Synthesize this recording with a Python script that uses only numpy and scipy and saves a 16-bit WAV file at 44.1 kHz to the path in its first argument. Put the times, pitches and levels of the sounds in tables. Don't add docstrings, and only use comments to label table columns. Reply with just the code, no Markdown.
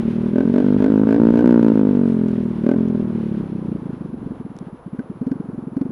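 import sys
import numpy as np
from scipy import signal
from scipy.fft import rfft, irfft
from scipy.io import wavfile
from scipy.ndimage import uniform_filter1d

SR = 44100
rng = np.random.default_rng(int(sys.argv[2]) if len(sys.argv) > 2 else 0)


def int16_out(signal):
    q = np.round(np.clip(np.atleast_2d(signal).T, -1, 1) * 32767)
    wavfile.write(sys.argv[1], SR, q.astype(np.int16))


N = 260631
TIME = np.arange(N) / SR
SIZE, LEAD = 4096, 512
HIGH_REV_HZ, SMOOTH_HZ, LUMPY_HZ, NEAR_IDLE_HZ, IDLE_HZ = 66.06, 46.2, 32.7, 34, 24.3

# (time [s], firing rate [Hz])
ENGINE_SPEED = [(0.0, 37.49), (0.33, 40.25), (0.44, 43.75), (0.525, 46.64), (0.635, 49.75), (0.795, 49.87),
                (0.895, 52.94), (1.06, 52.46), (1.192, 57.18), (1.33, 56.2), (1.45, 61.17), (1.84, 51.53),
                (2.15, 44.06), (2.63, 36.68), (2.757, 44.44), (3.08, 38.92), (3.6, 30.96), (4.07, 24.46),
                (4.24, 22.65), (4.89, 13.99), (4.99, 18.21), (5.2, 17.57), (5.35, 23.13), (5.72, 21.1),
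                (5.91, 24.61)]
# (start [s], end [s])
THROTTLE_BLIPS = [(.333, .44), (.525, .635), (.795, .895), (1.06, 1.192), (1.33, 1.437), (2.63, 2.757)]


def exhaust(full_force_db=-9):
    out, age = np.zeros(N + LEAD), (np.arange(SIZE) - LEAD) / SR
    burst_gain = np.sqrt(.01 * SR / SIZE)
    for t, hz, db, throttle, heat in zip(*firings()):
        force = min(undb(db - full_force_db), 1)
        pulse = valve_flow(age, hz, 1 - force, throttle)
        thump = ring(pulse, pipe_response(heat, force, throttle))
        thump = unit(upsweep(thump, age, hz, 1 - force))
        rasp = gas_rasp(age, hz, force, throttle)
        edge = wave_front(t, hz, force)
        idle = hz < IDLE_HZ
        firing = thump + rasp + edge + tip_zing(throttle, heat, idle) + idle * idle_pop(force)
        add(out, t, burst_gain * undb(db) * firing)
    return out[LEAD:]


def firings(high_rev_db=-7, db_per_octave=8.5, open_db=-10, shut_db=-4.5, stumble_db=-4, sag_db=-2,
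            pull_db=2, lope_db=-3, scatter_db=2.5, jitter=.0015, lumpy_jitter=.012, advance_s=.0014):
    # (time [s], level change [dB])
    misfires = [(.08, -0.5), (1.613, -3.5), (1.738, -4), (1.932, -1.5), (2.53, -2.5), (3.29, -1.5),
                (3.37, -2.5), (3.49, -3.5), (3.97, -5), (4.8, -10), (5.05, -3)]
    # (time [s], level [dB], rasp [0-1])
    pops = [(3.313, -16.5, 0.15), (3.345, -17.5, 0.1), (3.4, -17, 0.3), (3.72, -17, 0), (3.86, -21.5, 0),
            (4.02, -21.5, 0), (4.13, -21, .05), (4.27, -21.5, 0), (4.46, -24, 0.1), (4.87, -25, 0.17),
            (4.93, -22, 0.06), (4.99, -17.5, 0.41), (5.11, -22, 0), (5.27, -14.5, 0.08), (5.31, -13.5, 0.2),
            (5.49, -22, 0), (5.58, -21, 0), (5.68, -21.5, 0), (5.77, -14, 0), (5.81, -13.5, 0),
            (5.86, -19, 0)]
    turned = cycles()
    number = np.arange(int(turned[-1]) + 1)
    t = np.interp(number, turned, TIME)
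    hz = curve(ENGINE_SPEED, t)
    throttle, heat = blipping(t)
    level_chance, time_chance = rng.standard_normal((len(t), 2)).T
    db = np.minimum(high_rev_db + db_per_octave * np.log2(hz / HIGH_REV_HZ), high_rev_db)
    lumpy = np.clip((SMOOTH_HZ - hz) / (SMOOTH_HZ - LUMPY_HZ), 0, 1)
    octaves_per_s = np.gradient(np.log2(hz), t)
    db += lumpy * (sag_db + pull_db * octaves_per_s + lope_db * (number % 2) + scatter_db * level_chance)
    db += throttle * (open_db - db) + shut_db * heat ** 5
    for start, _ in THROTTLE_BLIPS:
        db[np.searchsorted(t, start) - 1] += stumble_db
    for when, drop_db in misfires:
        db[np.argmin(abs(t - when))] += drop_db
    for when, pop_db, rasp in pops:
        nearest = np.argmin(abs(t - when))
        db[nearest], throttle[nearest] = pop_db, rasp
    wobble_s = (jitter + lumpy_jitter * lumpy ** 2) * time_chance / hz
    onset = t + wobble_s - advance_s * (heat > 0)
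    idling = np.clip((NEAR_IDLE_HZ - hz) / (NEAR_IDLE_HZ - IDLE_HZ), 0, 1)
    return onset, hz, db, throttle, heat + .64 * idling


def cycles():
    return np.cumsum(curve(ENGINE_SPEED, TIME)) / SR - .07


def blipping(t, snap=.81, skew=.9):
    progress = sum((t - start) / (end - start) * ((t > start) & (t < end))
                   for start, end in THROTTLE_BLIPS)
    return abs(np.sin(np.pi * progress ** skew)) ** snap, progress


def valve_flow(age, hz, weakness, throttle, suck_s=.0012, suck_lead_s=.0013, blow_s=.00037,
               push_s=.00022, push_lag_s=.004875):
    slow, starved = 40 / hz, weakness ** 3
    suck_gain = 2 + 13 * weakness - 1.9 * starved + .11 * throttle
    suck = suck_gain * puff(age + suck_lead_s * slow ** .54, suck_s)
    blowdown = (1 - .39 * starved) * puff(age, blow_s * (1 + 2.2 * starved) / (1 + .023 * throttle))
    lag_stretch = 1 + .067 * throttle / slow ** 2 + .2 * starved * rng.standard_normal()
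    lag_s = push_lag_s * slow ** .63 * lag_stretch
    gentle = max(slow - 1, 0) * (1 - starved)
    push = puff(age - lag_s, push_s * (1 + 2 * starved + .63 * gentle)) / (1 + .72 * gentle)
    push_gain = .15 + 1.2 * weakness + 2.1 * starved + .086 * throttle * slow ** 3
    return blowdown - suck + push_gain * push


def pipe_response(heat, force, throttle, main_hz=229, main_s=.012):
    # (frequency [Hz], gain [dB])
    pipe_spectrum = [(30, -36.5), (66, -32), (110, -14), (178, -2.27), (228, 1), (272, 1), (322, 1),
                     (390, 2.5), (470, -3), (600, -5.5), (760, -23.5), (1200, -20.5)]
    rise = 1 + .29 * heat
    body = response(np.array(pipe_spectrum) * [rise, 1])
    main = undb(2.63 + 6.5 * heat) * resonance(main_hz * rise, main_s * np.exp(-force))
    hollow = (1 - force) ** 2 * undb(2 + 8 * heat) * resonance(hz=335, decay_s=.0049)
    bark = throttle * undb(2) * resonance(hz=570, decay_s=.0091)
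    return body + ring(body, main + hollow + bark)


def upsweep(thump, age, hz, weakness, depth=.38, open_s=.0056, early_s=.0036):
    span_s = open_s * IDLE_HZ / hz
    warp_s = weakness ** 2 * (early_s - depth * span_s * np.tanh(age / span_s))
    return np.interp(age + warp_s, age, thump)


def gas_rasp(age, hz, force, throttle, shut_db=-35, open_boost_db=11.5, db_per_octave=5, width_s=.003):
    # (frequency [Hz], gain [dB])
    gas_spectrum = [(60, -23.5), (300, 9), (600, -0.5), (1000, -1), (1300, -1.5), (1540, 5.5), (1850, -8.5),
                    (2300, -8), (2900, -17), (4500, -23), (8000, -35), (11000, -39.5), (14000, -58.5)]
    turbulence = rng.standard_normal(SIZE) * puff(age - .0011, width_s)
    db = shut_db + throttle * (open_boost_db + db_per_octave * np.log2(hz / SMOOTH_HZ) * force)
    return undb(db) * unit(ring(turbulence, response(gas_spectrum)))


def wave_front(t, hz, force, front_db=-18, crack_db=-39, scatter_db=5):
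    # (frequency [Hz], gain [dB])
    front_spectrum = [(400, -4.5), (600, 9.5), (770, -9), (900, 9), (1080, -0.5), (1280, -1.5),
                      (1530, -0.5), (1900, -28), (4000, -39), (12000, -71)]
    # (frequency [Hz], gain [dB])
    crack_spectrum = [(800, -6.5), (1800, 5), (3000, 4), (5000, -7.5), (9000, -18.5), (11300, -15.5),
                      (12500, -36), (15000, -42)]
    # (time [s], extra crack [dB])
    snaps = [(.845, 10.5), (.94, 8), (1.271, 7.5), (1.46, 4), (1.477, 4.5), (1.51, 5.5), (1.544, 7),
             (1.595, 7), (1.63, 9), (1.683, 4.5), (2.69, 17), (2.714, 11)]
    front = unit(np.roll(response(front_spectrum), LEAD))
    crack = unit(np.roll(response(crack_spectrum), LEAD))
    steepness = force * hz / HIGH_REV_HZ
    snap_db = sum(extra_db for when, extra_db in snaps if abs(t - when) * hz < .5)
    crack_gain = undb(crack_db + snap_db + scatter_db * rng.uniform(-.92, 1))
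    return front * steepness ** 2 * undb(front_db) + crack * steepness ** 4.3 * crack_gain


def tip_zing(throttle, heat, idle, zing_db=-19):
    # (frequency [Hz], decay [s], level [dB])
    tip_modes = [(1080, 0.0041, -2.5), (1535, 0.0062, 5), (1630, 0.0016, -8.5), (2240, 0.0017, -12),
                 (2930, 0.003, -15)]
    return struck(tip_modes) * throttle * heat * (1 + .72 * idle) * undb(zing_db)


def idle_pop(force, cough_db=-7, shield_db=-34):
    # (frequency [Hz], decay [s], level [dB])
    cough_modes = [(365, 0.01, 3.5), (415, 0.0086, -2)]
    # (frequency [Hz], decay [s], level [dB])
    shield_modes = [(4370, .003, 8), (5100, .0015, 5.5), (5700, .001, -4)]
    cough = struck(cough_modes) * force * undb(cough_db)
    return cough + struck(shield_modes) * force ** 3 * undb(shield_db)


def wind(gust_db=2.5):
    # (frequency [Hz], gain [dB])
    wind_spectrum = [(20, -12.5), (60, -2), (120, 2.5), (250, -1.5), (450, -11), (1000, -40.5), (4000, -94)]
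    # (time [s], level [dB])
    wind_level = [(0, -39), (1.3, -33), (1.8, -42), (3.2, -36.5), (4.3, -43), (4.85, -50.5), (5.3, -44),
                  (5.91, -49)]
    return noise(wind_spectrum) * undb(curve(wind_level, TIME) + gust_db * walk(7.7))


def roar(high_rev_db=-40.5, db_per_octave=3):
    # (frequency [Hz], gain [dB])
    roar_spectrum = [(200, -8.5), (450, 4), (700, -3), (1000, -2.5), (1400, -10), (2000, -22), (4000, -35),
                     (9000, -45.5), (14000, -75.5)]
    octaves = np.log2(curve(ENGINE_SPEED, TIME) / HIGH_REV_HZ)
    return noise(roar_spectrum) * undb(high_rev_db + db_per_octave * octaves + walk(17))


def valve_rattle(beat_depth=.084, flicker_db=1.5):
    # (frequency [Hz], gain [dB])
    rattle_spectrum = [(700, -12), (1500, -0.5), (2500, -5.5), (3400, -8.5), (4400, -16.5), (5500, -20),
                       (7500, -29), (10800, -28), (12200, -40.5), (16000, -60.5)]
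    # (time [s], level [dB])
    rattle_level = [(0.0, -48.5), (0.36, -52), (0.57, -48.5), (1.13, -51), (1.3, -50), (3.05, -55.5),
                    (3.15, -53), (3.42, -56), (3.52, -59), (3.95, -61), (5.91, -71.5)]
    beat = 1 + beat_depth * np.cos(2 * np.pi * 2 * cycles())
    return noise(rattle_spectrum) * beat * undb(curve(rattle_level, TIME) + flicker_db * walk(40))


def ticks(decay_s=.00074, trim_db=-1):
    # (time [s], level [dB])
    taps = [(2.284, -36.5), (2.315, -41.5), (2.605, -46), (2.885, -37.5), (4.566, -37.5), (4.588, -32.5)]
    # (frequency [Hz], gain [dB])
    tap_spectrum = [(1500, 2), (4000, 1), (6000, -0.5), (9000, -10), (11000, -17.5), (15000, -36)]
    out, age, body = np.zeros(N), np.arange(SIZE) / SR, response(tap_spectrum)
    for t, db in taps:
        tap = ring(rng.standard_normal(SIZE) * np.exp(-age / decay_s), body)
        add(out, t, undb(db + trim_db) * tap / abs(tap).max())
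    return out


def whistle(top_hz=12500, fade_s=.012, hiss_db=-72, hiss_at_s=2.12, hiss_width_s=.091):
    # (frequency [Hz], level [dB])
    overtones = [(6000, -83), (7200, -78), (8400, -80), (9600, -86), (12000, -92), (13200, -87),
                 (14400, -89)]
    # (start [s], end [s], gain [dB], extra gain above top_hz [dB])
    bursts = [(1.9, 2.028, -2, -16), (2.105, 2.165, -1, 1), (2.245, 2.315, -3, 1), (2.33, 2.385, -3, 2),
              (2.43, 2.5, -2, 1)]
    # (frequency [Hz], gain [dB])
    hiss_spectrum = [(7000, -30), (8400, 0.5), (8900, 0), (10000, -31)]
    swell = np.exp(-.5 * ((TIME - hiss_at_s) / hiss_width_s) ** 2)
    out = noise(hiss_spectrum) * undb(hiss_db) * swell
    flutter = undb(2 * walk(45))
    for start, end, burst_db, top_db in bursts:
        gate = uniform_filter1d(1. * ((TIME > start) & (TIME < end)), int(fade_s * SR))
        tones = sum(tone(hz, db + top_db * (hz > top_hz)) for hz, db in overtones)
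        out += undb(burst_db) * gate * flutter * tones
    return out


def whine():
    # (frequency [Hz], rms level [dB])
    whine_tones = [(10341, -93.5), (10401, -92), (10519, -74.5), (10578, -93.5)]
    return sum(tone(hz, db) for hz, db in whine_tones)


def undb(db):
    return 10 ** (np.asarray(db) / 20)


def unit(x):
    return x / np.sqrt(np.mean(x ** 2) + 1e-18)


def curve(rows, t):
    return np.interp(t, *np.transpose(rows))


def response(points):
    hz, db = np.transpose(points)
    bins = np.maximum(np.arange(SIZE // 2 + 1) * SR / SIZE, 1)
    cepstrum = irfft(np.log(undb(np.interp(np.log(bins), np.log(hz), db))))
    fold = np.r_[1, np.full(SIZE // 2 - 1, 2), 1, np.zeros(SIZE // 2 - 1)]
    return irfft(np.exp(rfft(cepstrum * fold)))


def resonance(hz, decay_s):
    age = np.arange(SIZE) / SR
    return np.exp(-age / decay_s) * np.cos(2 * np.pi * hz * age) * 2 / (decay_s * SR)


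def struck(modes):
    age = np.maximum(np.arange(SIZE) - LEAD, 0) / SR
    return unit(sum(undb(db) * np.exp(-age / decay_s) * np.sin(2 * np.pi * hz * age)
                    for hz, decay_s, db in modes))


def ring(x, impulse):
    return signal.fftconvolve(x, impulse)[:len(x)]


def tone(hz, db):
    return undb(db) * np.sqrt(2) * np.sin(2 * np.pi * hz * TIME)


def noise(points):
    return unit(ring(rng.standard_normal(N), response(points)))


def walk(rate_hz):
    hold = int(SR / rate_hz)
    steps = np.repeat(rng.standard_normal(N // hold + 1), hold)
    return unit(uniform_filter1d(steps, hold)[:N])


def puff(age, width):
    return np.exp(-.5 * (age / width) ** 2) / width


def add(out, t, x):
    part = out[int(t * SR):][:len(x)]
    part += x[:len(part)]


def scene():
    background = wind() + roar() + valve_rattle() + ticks() + whistle() + whine()
    return (background - exhaust())[None]


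def record(dry, ceiling=.95, top_hz=15800):
    rounded = dry / (1 + (dry / ceiling) ** 8) ** (1 / 8)
    return signal.sosfilt(signal.ellip(8, .2, 80, top_hz, fs=SR, output="sos"), rounded)


dry = scene()
out = record(dry)
int16_out(out)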